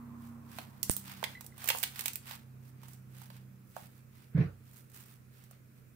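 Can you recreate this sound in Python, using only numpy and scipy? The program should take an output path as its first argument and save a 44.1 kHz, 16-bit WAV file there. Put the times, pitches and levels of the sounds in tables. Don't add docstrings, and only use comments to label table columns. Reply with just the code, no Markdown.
import sys
import numpy as np
from scipy import signal
from scipy.io import wavfile
from scipy.ndimage import uniform_filter1d

SR = 44100
rng = np.random.default_rng(int(sys.argv[2]) if len(sys.argv) > 2 else 0)


def file_out(sig):
    cols = np.atleast_2d(sig).T
    lim = np.clip(cols, -1, 1)
    pcm = np.round(lim * 32767).astype(np.int16)
    wavfile.write(sys.argv[1], SR, pcm)


def field_ratio(decibels):
    return 10 ** (np.asarray(decibels, dtype=float) / 20)


N = 262703
LAG = 16

# frequency in Hz, relative density in dB per Hz.
FIZZ = [(2400, -42), (4000, -9.5), (6000, -4), (9300, 0), (11000, -2.5), (15000, 4)]


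def evened(x):
    return x / np.sqrt(np.mean(x ** 2) + 1e-20)


def read(points, hz):
    f, value = np.transpose(points)
    return np.interp(np.log(hz + 1), np.log(f + 1), value)


def coloured(x, colour):
    hz = abs(np.fft.fftfreq(4096, 1 / SR))
    log_gain = np.log(field_ratio(np.maximum(read(colour, hz), -100)))
    taps = np.fft.ifft(np.exp(np.conj(signal.hilbert(log_gain)))).real[:2048]
    taps = taps / np.linalg.norm(taps)
    return signal.oaconvolve(x, taps[None], axes=1)[:, :N]


def sides(pan_db):
    return np.array([field_ratio(pan_db / 2), field_ratio(-pan_db / 2)]) / np.cosh(pan_db / 40 * np.log(10))


def held(start, hold, db, rise_db_per_s, fall_db_per_s):
    t = np.arange(0, N, 32) / SR
    rise_db = rise_db_per_s * np.maximum(start - t, 0)
    fall_db = fall_db_per_s * np.maximum(t - start - hold, 0)
    return field_ratio(np.maximum(db - rise_db - fall_db, -200))


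def smooth(gain):
    return np.interp(np.arange(N), np.arange(0, N, 32), gain)


def diffuse(colour, patchy_db):
    # frequency in Hz, share in common from 0 to 1.
    likeness = [(60, 0.88), (130, 0.66), (300, 0.37), (700, 0.25), (1400, 0)]
    # frequency in Hz, left-right difference in dB.
    balance = [(60, -11), (300, -2), (1300, -2), (4400, 1.5), (15000, -10)]
    frames, hz = N // 256 + 5, np.fft.rfftfreq(1024, 1 / SR)
    a, b, c, d, patches = rng.standard_normal((frames, 513, 5)).T
    patches = uniform_filter1d(patches, 10, 0)
    patches = evened(uniform_filter1d(patches, 14, 1))
    same = np.clip(read(likeness, hz), 0, 1)[:, None]
    left = a + 1j * b
    right = same * left + np.sqrt(1 - same ** 2) * (c + 1j * d)
    gain = field_ratio(read(colour, hz)[:, None] + patchy_db * patches)
    z = np.array([left, right]) * gain * sides(read(balance, hz))[..., None]
    return evened(signal.istft(z, nperseg=1024, noverlap=768)[1][:, :N])


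def room_tone():
    # frequency in Hz, relative density in dB per Hz.
    air = [(20, -32), (127, -4), (260, -13), (500, -19.5), (850, -33.5), (1330, -24), (1800, -28),
           (2500, -27.5), (3000, -36.5), (5000, -36.5), (12500, -35), (14700, -30), (16000, -33)]
    return field_ratio(-61.5) * diffuse(air, 1)


def engine():
    # time in seconds, shaft frequency in Hz.
    speed = [(0, 33.83), (.35, 33.31), (.7, 32.73), (1.0, 32.53), (2.0, 32.26), (3.4, 31.84), (5.0, 31.55),
             (5.95, 31.8)]
    # order, relative level in dB at the start, fade in dB per s.
    orders = [(2, -70, 2), (3, -60.5, 2.5), (4, -57, 0.54), (6, -73, 1), (7, -62.5, 1.5), (9, -70, 5.5)]
    # order, start in seconds, hold in seconds, relative level in dB.
    swells = [(7, 0, 0.34, -50.5), (3, 0, .5, -59), (6, 0.94, 0.22, -56.5), (4, 2.5, 0.67, -53),
              (4, 3, 0.5, -53), (6, 3, 0.68, -63)]
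    # frequency in Hz, relative density in dB per Hz.
    road_colour = [(20, -38), (90, -11.5), (200, -2.5), (500, -20.5), (1070, -17), (1800, -25.5),
                   (3000, -45)]
    # frequency in Hz, relative density in dB per Hz.
    tyre_colour = [(500, -36), (800, -11), (1070, 6), (1350, -6), (1900, -42)]
    t = np.arange(N) / SR
    turn = 2 * np.pi * np.cumsum(np.interp(t, *np.transpose(speed))) / SR
    hum = 0
    for order, db, fade_db in orders:
        level = field_ratio(db - fade_db * t)
        for swelling, start, hold, swell_db in swells:
            if swelling == order:
                level = np.maximum(level, smooth(held(start, hold, swell_db, 39.5, 39.5)))
        slow = rng.standard_normal((2, 80))
        level_wobble, phase_wobble = [evened(np.interp(np.arange(N), np.arange(80) * N / 79, w)) for w in slow]
        level = np.sqrt(2) * level * field_ratio(0.67 * level_wobble)
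        hum = hum + level * np.sin(order * turn + 0.15 * phase_wobble)
    road = field_ratio(-56.5 - 4 * t) * diffuse(road_colour, 0.8)
    tyres = field_ratio(-64.5 - 21 * np.maximum(t - 0.33, 0)) * diffuse(tyre_colour, 1.5)
    return hum * sides(-3.5)[:, None] + road + tyres


def thud():
    # time in seconds, relative level in dB.
    hits = [(4.346, -23), (4.382, -22), (4.398, -19.5), (4.442, -37), (4.464, -35.5)]
    # frequency in Hz, relative level in dB, t60 in seconds.
    modes = [(65.7, -31.5, 0.7), (96.5, -9.5, 0.36), (146.7, 7, 0.1), (157.3, 1, 0.23), (194.5, -17, 0.15),
             (285.4, -20, 0.29), (416, -21, 0.12), (472, -49, 0.44)]
    # frequency in Hz, relative density in dB per Hz.
    clatter_colour = [(150, -30.5), (400, -1), (650, -11.5), (1000, -14), (1600, -11.5), (2500, -20.5),
                      (4000, -31.5), (6000, -39.5), (7500, -58)]
    blows, t = np.zeros(N), np.arange(SR // 2) / SR
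    for s, db in hits:
        blows[round(s * SR)] = field_ratio(db)
    ring = sum(field_ratio(db - 60 * t / t60) * np.sin(2 * np.pi * hz * t) for hz, db, t60 in modes)
    ring *= np.sin(np.pi / 2 * np.minimum(t / 0.011, 1)) ** 2
    clatter = smooth(held(4.38, 0.046, -42, 602, 217)) * diffuse(clatter_colour, 3)
    return signal.oaconvolve(blows, ring)[:N] * sides(-4)[:, None] + clatter


def jolt():
    # time in seconds, relative push level in dB,
    # push frequency in Hz, relative port ring level in dB, port frequency in Hz.
    knock = (.8972, -14, 380, -8, 9100)
    s, push_db, push_hz, ring_db, port_hz = knock
    t = np.maximum(np.arange(N) / SR - s + 0.00017, 0)
    u = t * 2 * np.pi * push_hz
    swing_back = 0.37 * (u / 7) ** 2 * np.exp(2 - 2 * u / 7)
    push = -field_ratio(push_db) * (u * np.exp(1 - u) - swing_back)
    ring = field_ratio(ring_db - 60 * t / 0.004) + field_ratio(ring_db - 18 - 60 * t / 0.012)
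    right = push + ring * np.sin(2 * np.pi * port_hz * t)
    return np.array([0.025 * right, right])


def squeaks():
    # start in seconds, level in dB, mean pitch in Hz, t60 in seconds.
    sticks = [(1.351, -41, 2025, 0.075), (1.372, -43, 2024, 0.071), (1.523, -51, 2046, 0.029)]
    out, t = np.zeros(N), np.arange(SR // 5) / SR
    for s, db, hz, t60 in sticks:
        rough = uniform_filter1d(rng.standard_normal(len(t)), 150)
        turn = 2 * np.pi * np.cumsum(hz * (1 + 0.15 * rough)) / SR
        level = field_ratio(db - 60 * t / t60) * np.minimum(t / 0.0012, 1)
        out[round(s * SR):][:len(t)] += level * (np.sin(turn) + 0.1 * np.sin(2 * turn))
    return out


def rustle(per_s=700, spread_db=2.5):
    # start in seconds, hold in seconds,
    # relative fizz level in dB, relative slide level in dB.
    strokes = [(0.222, 0.051, -60, -68), (0.524, .1, -53, -58), (0.69, 0.15, -68, -72),
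               (0.91, 0.029, -41, -56), (0.98, .07, -55, -70.5), (1.082, 0.037, -49, -50.5),
               (1.148, 0.086, -56.5, -58.5), (1.31, 0.022, -55, -57), (1.423, 0.026, -61, -69),
               (1.62, .11, -46, -49.5), (1.759, .02, -39, -56), (1.813, 0.065, -48, -57),
               (1.961, 0.053, -47.5, -51), (2.059, 0.019, -49, -54), (2.272, 0.032, -51.5, -57),
               (2.299, 0.035, -47.5, -50), (2.655, 0.028, -61.5, -71), (2.836, 0.011, -63, -63.5),
               (2.88, 0.063, -58, -67), (3.158, 0.094, -56.5, -62.5), (3.349, 0.023, -61, -63),
               (3.685, .05, -66, -85), (3.768, 0.078, -55.5, -61.5), (3.94, 0.041, -63.5, -72),
               (4.158, 0.082, -64, -67.5), (4.671, .03, -62.5, -69.5), (4.759, 0.031, -54.5, -65.5),
               (4.956, 0.048, -52.5, -61.5), (5.02, 0.11, -59.5, -66.5), (5.356, 0.088, -63, -67.5),
               (5.52, 0.016, -70.5, -69.5), (5.775, 0.018, -70, -76)]
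    # frequency in Hz, relative density in dB per Hz.
    slide = [(350, -30), (800, -3.5), (1500, -0.5), (2800, -3.5), (5000, -7.5), (8000, -26)]
    sizes = field_ratio(spread_db * np.minimum(rng.exponential(1, N), 5))
    grains = sizes * (rng.random(N) < per_s / SR)
    gate = evened(signal.lfilter([1], [1, -np.exp(-1 / (0.0012 * SR))], grains))
    out = 0
    for k, (colour, pan_db, steady) in enumerate([(FIZZ, -8, 0.6), (slide, -4, 1.6)]):
        power = sum(held(s, hold, db[k], 284, 226) ** 2 for s, hold, *db in strokes)
        near, other = rng.standard_normal((2, N)) * evened(gate + steady)
        pair = evened(np.array([0.23 * np.roll(near, LAG) + 1.13 * other, near]))
        out = out + coloured(pair * smooth(np.sqrt(power)) * sides(pan_db)[:, None], colour)
    return out


def snaps(strain_s=0.0008):
    # start in seconds, relative crack level in dB (1.5-5 kHz), relative body
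    # level in dB (under 1.5 kHz), relative fizz level in dB (over 7 kHz), left-right dB before shading.
    creases = [(0.5852, -40.5, -33.5, -41.5, -5.5), (0.8293, -44.5, -58, -25, -17),
               (0.9066, -44, -58, -30, -2), (0.9129, -57.5, -56, -26.5, -2),
               (0.9648, -53.5, -61, -33.5, -22), (0.977, -59, -56, -40, 7), (1.2277, -47, -30.5, -57, -7),
               (1.239, -29, -37, -30.5, -5.5), (1.408, -53.5, -52.5, -41, -10), (1.4434, -60, -56, -48, -9),
               (1.4636, -62, -79.5, -41.5, -2.5), (1.579, -59, -56, -47.5, -13),
               (1.6412, -55, -48, -35.5, -20), (1.657, -61, -49, -37, -12), (1.675, -40, -49, -29, -10),
               (1.6869, -27.5, -43, -20.5, -10), (1.701, -24.5, -26, -22, -3), (1.7476, -52, -33, -44, -5),
               (1.7851, -53.5, -75, -36.5, -20), (1.829, -35, -46, -24, -7.5),
               (1.8348, -28.5, -44.5, -23.5, -3), (1.958, -48, -62, -44, -11),
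               (1.9916, -40, -48, -30.5, -16), (2.008, -42.5, -55, -30.5, 3), (2.039, -61, -75, -44, -5),
               (2.0571, -34, -45, -24.5, -9), (2.0799, -35, -58, -26, 0), (2.1329, -57, -82, -38, -3),
               (2.156, -47, -76, -33.5, -4), (2.3097, -44, -48, -42, -14), (2.832, -62.5, -49, -51.5, -4),
               (2.8826, -66, -62, -50, -19), (2.9327, -70, -75, -50.5, -10), (3.2165, -63, -53, -49, -22),
               (3.3013, -53.5, -46.5, -52, -5), (3.7642, -55, -36, -49.5, -6), (4.898, -74, -79, -54, -2),
               (4.944, -71, -75, -49, 1), (5.0586, -67, -67, -51, 5), (5.438, -75, -73, -54, -5),
               (5.51, -66, -54.5, -47.5, 2)]
    # frequency in Hz, relative density in dB per Hz.
    crack = [(900, -23), (1600, 1), (2600, 3), (4000, 1), (6000, -10.5), (9000, -43)]
    # frequency in Hz, relative density in dB per Hz.
    body = [(200, -53), (450, -3.5), (900, -0.5), (1400, -7.5), (2500, -31.5)]
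    t, out = np.arange(2000) / SR, np.zeros((3, 2, N))
    strain, after = np.minimum(t / strain_s, 1) ** 3, np.maximum(t - strain_s, 0)
    for s, *ring_db, pan_db in creases:
        tick_db = -2 + 0.43 * (ring_db[2] - ring_db[1])
        near, round_casing = rng.standard_normal((2, 3, len(t)))
        aftershocks = (rng.random(len(t)) < 0.04) * near[0]
        flip = aftershocks * field_ratio(-60 * after / 0.012) * (after > 0)
        flip[round(strain_s * SR)] = 1
        left, right = sides(pan_db)
        at = round(s * SR)
        for k, (tick_gain_db, t60) in enumerate([(1.1, 0.03), (11.5, 0.017), (5.8, 0.032)]):
            level = field_ratio(ring_db[k])
            tick = field_ratio(tick_db + tick_gain_db) * flip
            ring = strain * field_ratio(2.5 - 60 * after / t60)
            out[k, 1, at:at + len(t)] += level * right * (tick + ring * near[k])
            shaded = 0.14 * tick + ring * (0.14 * near[k] + 0.63 * round_casing[k])
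            out[k, 0, at + LAG:at + LAG + len(t)] += level * left * shaded
    return sum(coloured(x, colour) for x, colour in zip(out, (crack, body, FIZZ)))


def room(x):
    # frequency in Hz, t60 in seconds.
    decay = [(500, 0.25), (2000, 0.28), (8000, 0.26), (15000, 0.13)]
    taps = np.zeros((2, SR // 2))
    at = np.arange(200, SR // 2 - 20, 20) + rng.integers(0, 20, (2, (SR // 2 - 201) // 20))
    np.put_along_axis(taps, at, rng.choice([-1., 1.], at.shape), 1)
    hz, t, z = signal.stft(taps, SR, nperseg=256)
    tail = signal.istft(z * field_ratio(-60 * t / read(decay, hz)[:, None]), SR, nperseg=256)[1]
    return signal.fftconvolve(x[None], tail / np.linalg.norm(tail[0]), axes=1)[:, :N]


def scene():
    background = room_tone() + engine() + thud()
    knock = jolt()
    near = squeaks() + snaps()
    airborne = near[1] + 0.92 * np.diff(knock[1], prepend=0)
    echo = field_ratio(-11) * room(airborne) * sides(-0.514)[:, None]
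    return background + knock + rustle() + near + echo


def roll_off(x):
    return signal.sosfilt(signal.butter(12, 16650, fs=SR, output="sos"), x)


def record(dry):
    edge = signal.firwin(255, 15700, window=("kaiser", 7), fs=SR)
    mix = signal.oaconvolve(dry, edge[None], "same")
    return roll_off(mix)


dry = scene()
out = record(dry)
file_out(out)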